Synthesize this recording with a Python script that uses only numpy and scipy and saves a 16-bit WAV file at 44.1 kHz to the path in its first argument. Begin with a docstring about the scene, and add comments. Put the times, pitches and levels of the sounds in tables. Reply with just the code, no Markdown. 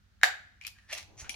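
"""Opening an oyster

A knife works into the hinge of a shell held in a cloth, close by in a small live room.
The hinge gives with one loud crack that rings the shell. The blade ticks on the rim,
grinds through the flaky edge, slides and catches again. The shell knocks in the hand,
the cloth rustles and the room hums faintly."""
import sys
import numpy as np
from scipy import signal
from scipy.fft import rfft, irfft, next_fast_len
from scipy.io import wavfile

SR = 44100
rng = np.random.default_rng(int(sys.argv[2]) if len(sys.argv) > 2 else 0)


def transcribe(u):
    """Save the signal u as a 16-bit wav file named by the first command-line argument.

    u: samples, shape (n,) or (channels, n), limited to [-1, 1]; the rate is SR.
    q: integer samples, one column per channel.
    """
    v = np.clip(np.atleast_2d(u).T, -1, 1)
    q = np.round(v * 32767).astype(np.int16)
    wavfile.write(sys.argv[1], SR, q)


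N = 59535
T = np.arange(N) / SR


def amp(db):
    """Decibels to gain."""
    return 10 ** (np.asarray(db) / 20)


def unit(x):
    """Scale to rms 1."""
    return x / np.sqrt(np.mean(x ** 2))


def burst(x):
    """Scale to the energy of 4 ms at rms 1."""
    return x / np.sqrt(np.sum(x ** 2) / (0.004 * SR))


def over_hz(hz, points_hz, values):
    """Interpolate on a log-frequency axis."""
    return np.interp(np.log(np.maximum(hz, 1)), np.log(points_hz), values)


def convolve(x, response):
    """Apply an impulse response."""
    return signal.fftconvolve(x, response)[:N]


def colour(x, spectrum):
    """Minimum-phase filter through (freq_hz, gain_db) points."""
    gain = amp(over_hz(np.fft.rfftfreq(8192, 1 / SR), *np.array(spectrum).T))
    cepstrum = irfft(np.log(gain))
    half = len(cepstrum) // 2
    causal = np.r_[cepstrum[0], 2 * cepstrum[1:half], np.zeros(half)]
    return convolve(x, irfft(np.exp(rfft(causal))))


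def soften(x, cutoff_hz):
    """Gentle low-pass."""
    return signal.sosfilt(signal.butter(2, cutoff_hz, fs=SR, output="sos"), x)


def radiate(x, cutoff_hz=427):
    """High-pass: a small shell gives off little bass."""
    return signal.sosfilt(signal.butter(4, cutoff_hz, "high", fs=SR, output="sos"), x)


def delay(x, delay_s):
    """Fractional-sample delay."""
    size = next_fast_len(2 * N)
    shift = np.exp(-2j * np.pi * np.fft.rfftfreq(size, 1 / SR) * delay_s)
    return irfft(rfft(x, size) * shift, size)[..., :N]


def pan(left_over_right_db):
    """Left and right gains."""
    return amp(np.array([[left_over_right_db], [-left_over_right_db]]) / 2)


def mode(hz, t60_s):
    """Damped resonance: a brief swell, then exponential decay."""
    return burst(T * np.sin(2 * np.pi * hz * T) * np.exp(-np.log(1000) * T / t60_s))


def ring(modes):
    """Resonances struck together."""
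    return burst(sum(amp(db) * mode(hz, t60_s) for hz, t60_s, db in modes))


def room_tone(hum_hz=94.5, hum_db=-68, rumble_db=-65.5, hiss_db=-73.5, width=0.57):
    """Rumble and faint hum, stronger on the right, under an even hiss."""
    # room rumble: freq_hz, gain_db
    rumble_spectrum = [(20, -18), (40, -4.5), (60, 6), (100, -5.5), (140, -8.5), (200, -9.5), (350, -27.5),
                       (1000, -36.5), (4000, -61)]
    # background hiss: freq_hz, gain_db
    hiss_spectrum = [(200, -4.5), (500, -2), (1000, -3.5), (1500, 7), (2600, -2), (4000, -1.5), (6500, -7),
                     (8200, -14.5), (16000, -18.5)]
    mid, side = (unit(colour(rng.standard_normal(N), rumble_spectrum)) for _ in range(2))
    rumble = amp(rumble_db) * unit(mid + width * np.array([side, -side]))
    hum = amp(hum_db) * np.sin(2 * np.pi * hum_hz * T)
    hiss = np.array([unit(colour(rng.standard_normal(N), hiss_spectrum)) for _ in range(2)])
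    return pan(-3) * (rumble + hum) + amp(hiss_db) * hiss


def room_tail(onset_s=0.0052, build_s=0.0028, late_db=-20, late_t60_ratio=2.65):
    """Diffuse response in half-octave bands; treble dies first, the far side adds a slower tail."""
    # room decay: freq_hz, t60_s, level_db
    reverb = [(199, 1, 5), (400, 0.21, 4.5), (700, 0.26, 1.5), (1180, 0.21, -2.5), (1600, .36, -6.5),
              (2480, 0.29, -7.5), (3360, 0.27, -1), (7000, 0.19, -4), (13200, 0.16, -4)]
    points_hz, t60_s, level_db = np.array(reverb).T
    noise = rfft(rng.standard_normal(N))
    band = np.round(2 * np.log2(np.maximum(np.fft.rfftfreq(N, 1 / SR), 125)))
    onset = np.clip((T - onset_s) / build_s, 0, 1)
    out = 0
    for k in np.unique(band):
        centre_hz = 2 ** (k / 2)
        decay = np.log(1000) * T / over_hz(centre_hz, points_hz, t60_s)
        fade = onset * (np.exp(-decay) + amp(late_db) * np.exp(-decay / late_t60_ratio))
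        gain = amp(over_hz(centre_hz, points_hz, level_db)) / np.sqrt(np.sum(fade ** 2))
        out += gain * fade * irfft(noise * (band == k), N)
    return out


def echoes(x, channel, cutoff_hz=4500):
    """Reflections off table and body; hands and clothes absorb the treble."""
    # near reflections: left_delay_s, right_delay_s, level_db
    paths = [(.0050, 0.0037, -12.5), (.0068, .0074, -10), (.0085, .0090, -7.5)]
    return soften(sum(amp(db) * delay(x, delays_s[channel]) for *delays_s, db in paths), cutoff_hz)


def cloth(crinkle_db=5):
    """Soft fibres rub and crinkle as the grip changes."""
    # rustle envelope: time_s, level_db
    envelope = [(0, -95), (0.85, -90), (0.98, -79), (1.1, -67.5), (1.22, -66), (1.35, -60.5)]
    # fibre noise: freq_hz, gain_db
    spectrum = [(80, -2), (200, -4), (500, -3.5), (900, -1), (1500, -25), (6500, -19), (8500, -30.5),
                (16000, -32)]
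    fibres = rng.standard_normal(N) * amp(crinkle_db * np.minimum(rng.standard_normal(N), 2))
    return unit(colour(fibres, spectrum)) * amp(np.interp(T, *np.array(envelope).T))


def knocks():
    """The shell shifts in the hand with a damped low note."""
    # dull knocks: start_s, pitch_hz, t60_s, level_db
    bumps = [(0.928, 641, 0.019, -41.5), (1.028, 91, 0.15, -49), (1.164, 99, 0.073, -49.5),
             (1.22, 59, 0.052, -46), (1.225, 107.6, 0.031, -48.5), (1.294, 260, 0.025, -56.5)]
    return sum(amp(db) * delay(mode(hz, t60_s), start_s) for start_s, hz, t60_s, db in bumps)


def grinding(grains_per_s=3000, spread_db=3.5, rise_db=19.5, shell_q=8.3):
    """Each blade stroke is a stream of uneven grains: broad grit plus one shell resonance."""
    # blade strokes, silent where end_s < start_s:
    # start_s, peak_s, end_s, level_db, fall_db, resonance_hz, resonance_db, treble_db, sizzle_db
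    strokes = [(0.678, 0.673, 0.58, -43, 0, 2620, -2, 8, 9), (0.70, 0.728, 0.6, -66, 7, 2750, 7, -13, -3),
               (0.728, 0.763, 0.9, -67, 6.5, 1700, 4, 2, 9),
               (0.881, 0.897, 0.925, -50.5, -8, 1900, 0, -2, 0),
               (0.914, 0.93, 0.93, -34.5, 5, 2670, -0.5, 8, -7.5),
               (0.943, 0.976, 1.011, -42, 14, 2020, -9, -2, 4),
               (1.019, 1.017, 1.06, -60, 29, 2050, 16, 8, 6),
               (1.169, 1.2, 1.223, -43.5, 6, 5950, 3, -3.5, 7.5),
               (1.219, 1.247, 1.42, -49, 60.5, 1464, 0.5, -18, -8)]
    # grit of the flaky edge: freq_hz, gain_db
    grit_spectrum = [(150, -8.5), (400, -13.5), (650, -5.5), (1100, -6), (1600, -9.5), (2300, 3.5),
                     (3400, -3), (5800, -1.5), (7800, -15), (9800, -8.5), (13000, -48), (16000, -17.5)]
    treble_hz, sizzle_hz = 4000, 8000
    out = 0
    for start_s, peak_s, end_s, level_db, fall_db, hz, resonance_db, treble_db, sizzle_db in strokes:
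        sizes = amp(spread_db * np.minimum(rng.exponential(size=N), 4))
        grains = (rng.random(N) < grains_per_s / SR) * sizes * rng.choice([-1, 1], N)
        shelved = [(f, db + treble_db / (1 + (treble_hz / f) ** 4)
                    + sizzle_db / (1 + (sizzle_hz / f) ** 6)) for f, db in grit_spectrum]
        grit = unit(colour(grains, shelved))
        resonance = unit(signal.lfilter(*signal.iirpeak(hz, shell_q, fs=SR), grains))
        swell_db = np.interp(T, [start_s, peak_s, end_s], [-rise_db, 0, -fall_db])
        gate = (T > start_s) * (T < end_s)
        out += amp(level_db + swell_db) * gate * unit(grit + amp(resonance_db) * resonance)
    return out


def crumble(decay_s, spectrum, width=0.9):
    """Fast-fading burst of tiny breaks; wide, as flakes fly in all directions."""
    fade = np.exp(-T / decay_s)
    mid, side = (burst(colour(rng.standard_normal(N) * fade, spectrum)) for _ in range(2))
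    return (mid + width * np.array([side, -side])) / np.hypot(1, width)


def ticks(rim_t60_s=0.0069, upper_ratio=1.175, upper_db=-8.5, chip_decay_s=0.0019):
    """The tip catches: blade and uneven rim ring, a flake chips off. Returns direct and room send."""
    # blade catches:
    # start_s, level_db, rim_hz, blade_ratio, blade_db, chip_db, cutoff_hz, pan_db, send_db
    catches = [(0.6126, -45, 2405, 1.2, -15.5, -9, 7000, 4.5, 5),
               (0.6376, -54, 2430, 1.2, -15, -3.5, 7000, -14, 4),
               (0.6475, -53, 2540, 0.82, -10, -15, 6000, 17, -1),
               (0.6499, -38.5, 2465, 0.71, -15, -7.5, 5550, 6, 0),
               (0.6669, -48.5, 2560, 1.16, -11, 9, 15800, -2.5, -0.5),
               (0.6683, -45, 2550, 1.01, -1.5, 4.5, 14000, 11, -8),
               (0.6767, -49, 2770, 1, -4, 5.5, 15100, -4, -12),
               (0.681, -54, 2580, 0.67, 1, 3, 15000, 7, -17),
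               (0.786, -56.5, 1880, 0.33, -12, -0.5, 4900, -2, 0),
               (0.9111, -51.5, 2550, 0.85, -17, 4.5, 8810, 6.5, 3),
               (0.9279, -36.5, 2324, 1.1, -9, -0.5, 11100, -1, 3),
               (0.9319, -38.5, 2705, 1.02, 5.5, 4.5, 7000, 3.5, -2),
               (0.9500, -46.5, 1950, 1.07, 1, 3.5, 7000, -9, -27),
               (0.978, -54.5, 1980, .9, -2, 13.5, 10100, -7, -5),
               (0.983, -53.5, 2060, .95, -6, 13, 8100, 10, 2.5),
               (1.028, -59, 2120, 1.8, -13, 10.5, 8000, -2, -22),
               (1.2940, -34.5, 2387, 1.03, 1, -3, 12000, 3.5, 0.5),
               (1.3425, -46.5, 2370, 0.77, -1, 1, 6000, 0.5, -13)]
    # blade resonances: freq_hz, t60_s, level_db
    blade_modes = [(3197, 0.018, 5), (4260, 0.007, -41), (5667, 0.0043, 10), (6000, 0.0059, -1),
                   (6440, .006, -2), (9130, 0.014, 10), (11000, 0.0024, -3), (11760, 0.0095, -32)]
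    # chipping flake: freq_hz, gain_db
    chip_spectrum = [(200, -22.5), (700, -3.5), (1500, 3.5), (3000, 9), (5500, 11), (8000, 4), (13000, 7),
                     (16000, -9)]
    direct, send = 0, 0
    for start_s, level_db, rim_hz, blade_ratio, blade_db, chip_db, cutoff_hz, pan_db, send_db in catches:
        blade = amp(blade_db) * ring([(hz * blade_ratio, t60_s, db) for hz, t60_s, db in blade_modes])
        rim = ring([(rim_hz, rim_t60_s, 0), (rim_hz * upper_ratio, rim_t60_s, upper_db)])
        chip = amp(chip_db) * crumble(chip_decay_s, chip_spectrum)
        tick = amp(level_db) * delay(soften(radiate(rim + blade + chip), cutoff_hz), start_s)
        direct += pan(pan_db) * tick
        send += amp(send_db) * tick
    return direct, send


def hinge(splinter_db=-11.5, splinter_decay_s=0.0035):
    """Each fracture rings the whole shell and throws off splinters."""
    # hinge fractures: start_s, level_db
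    fractures = [(0.2139, -46.5), (0.2292, -48), (0.233, -10.5)]
    # closed-shell resonances: freq_hz, t60_s, level_db
    shell_modes = [(758, 0.012, -12.5), (1569, 0.018, -15.5), (1711.5, 0.0079, 2), (1900, 0.0058, 0),
                   (2105, 0.0064, -7.5), (2955, .005, -10), (3750, 0.0094, -10.5), (4760, .003, -15.5),
                   (5870, .003, -23.5), (6890, .003, -15), (9900, 0.00067, -28), (11700, 0.0024, -26),
                   (13900, 0.0013, -28.5)]
    # splinters: freq_hz, gain_db
    splinter_spectrum = [(200, -31), (500, -11), (800, -8), (1100, -14.5), (1600, -21.5), (4000, 3.5),
                         (7200, -3), (8200, -10), (13000, -13), (16000, -17.5)]
    shell = ring(shell_modes)
    out = 0
    for start_s, level_db in fractures:
        splinters = amp(splinter_db) * crumble(splinter_decay_s, splinter_spectrum)
        out += amp(level_db) * delay(splinters - shell, start_s)
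    return radiate(out)


def scene(scrape_send_db=-2, knock_send_db=-5.5, right_lag_s=48e-6):
    """Knife, shell and cloth reach each microphone directly, off near surfaces and through the room."""
    tips, tips_send = ticks()
    crack = hinge()
    scrape = grinding() + cloth()
    bumps = knocks()
    near = tips + crack + scrape
    send = tips_send + crack + amp(scrape_send_db) * scrape + amp(knock_send_db) * bumps
    heard = []
    for channel, x in enumerate(near):
        direct = delay(x + bumps, channel * right_lag_s)
        heard.append(direct + echoes(x, channel) + convolve(send[channel], room_tail()))
    return np.array(heard) + room_tone()


def record(dry, cutoff_hz=15900):
    """Steep low-pass on the top treble."""
    return signal.sosfilt(signal.ellip(10, 0.2, 80, cutoff_hz, fs=SR, output="sos"), dry)


dry = scene()
out = record(dry)
transcribe(out)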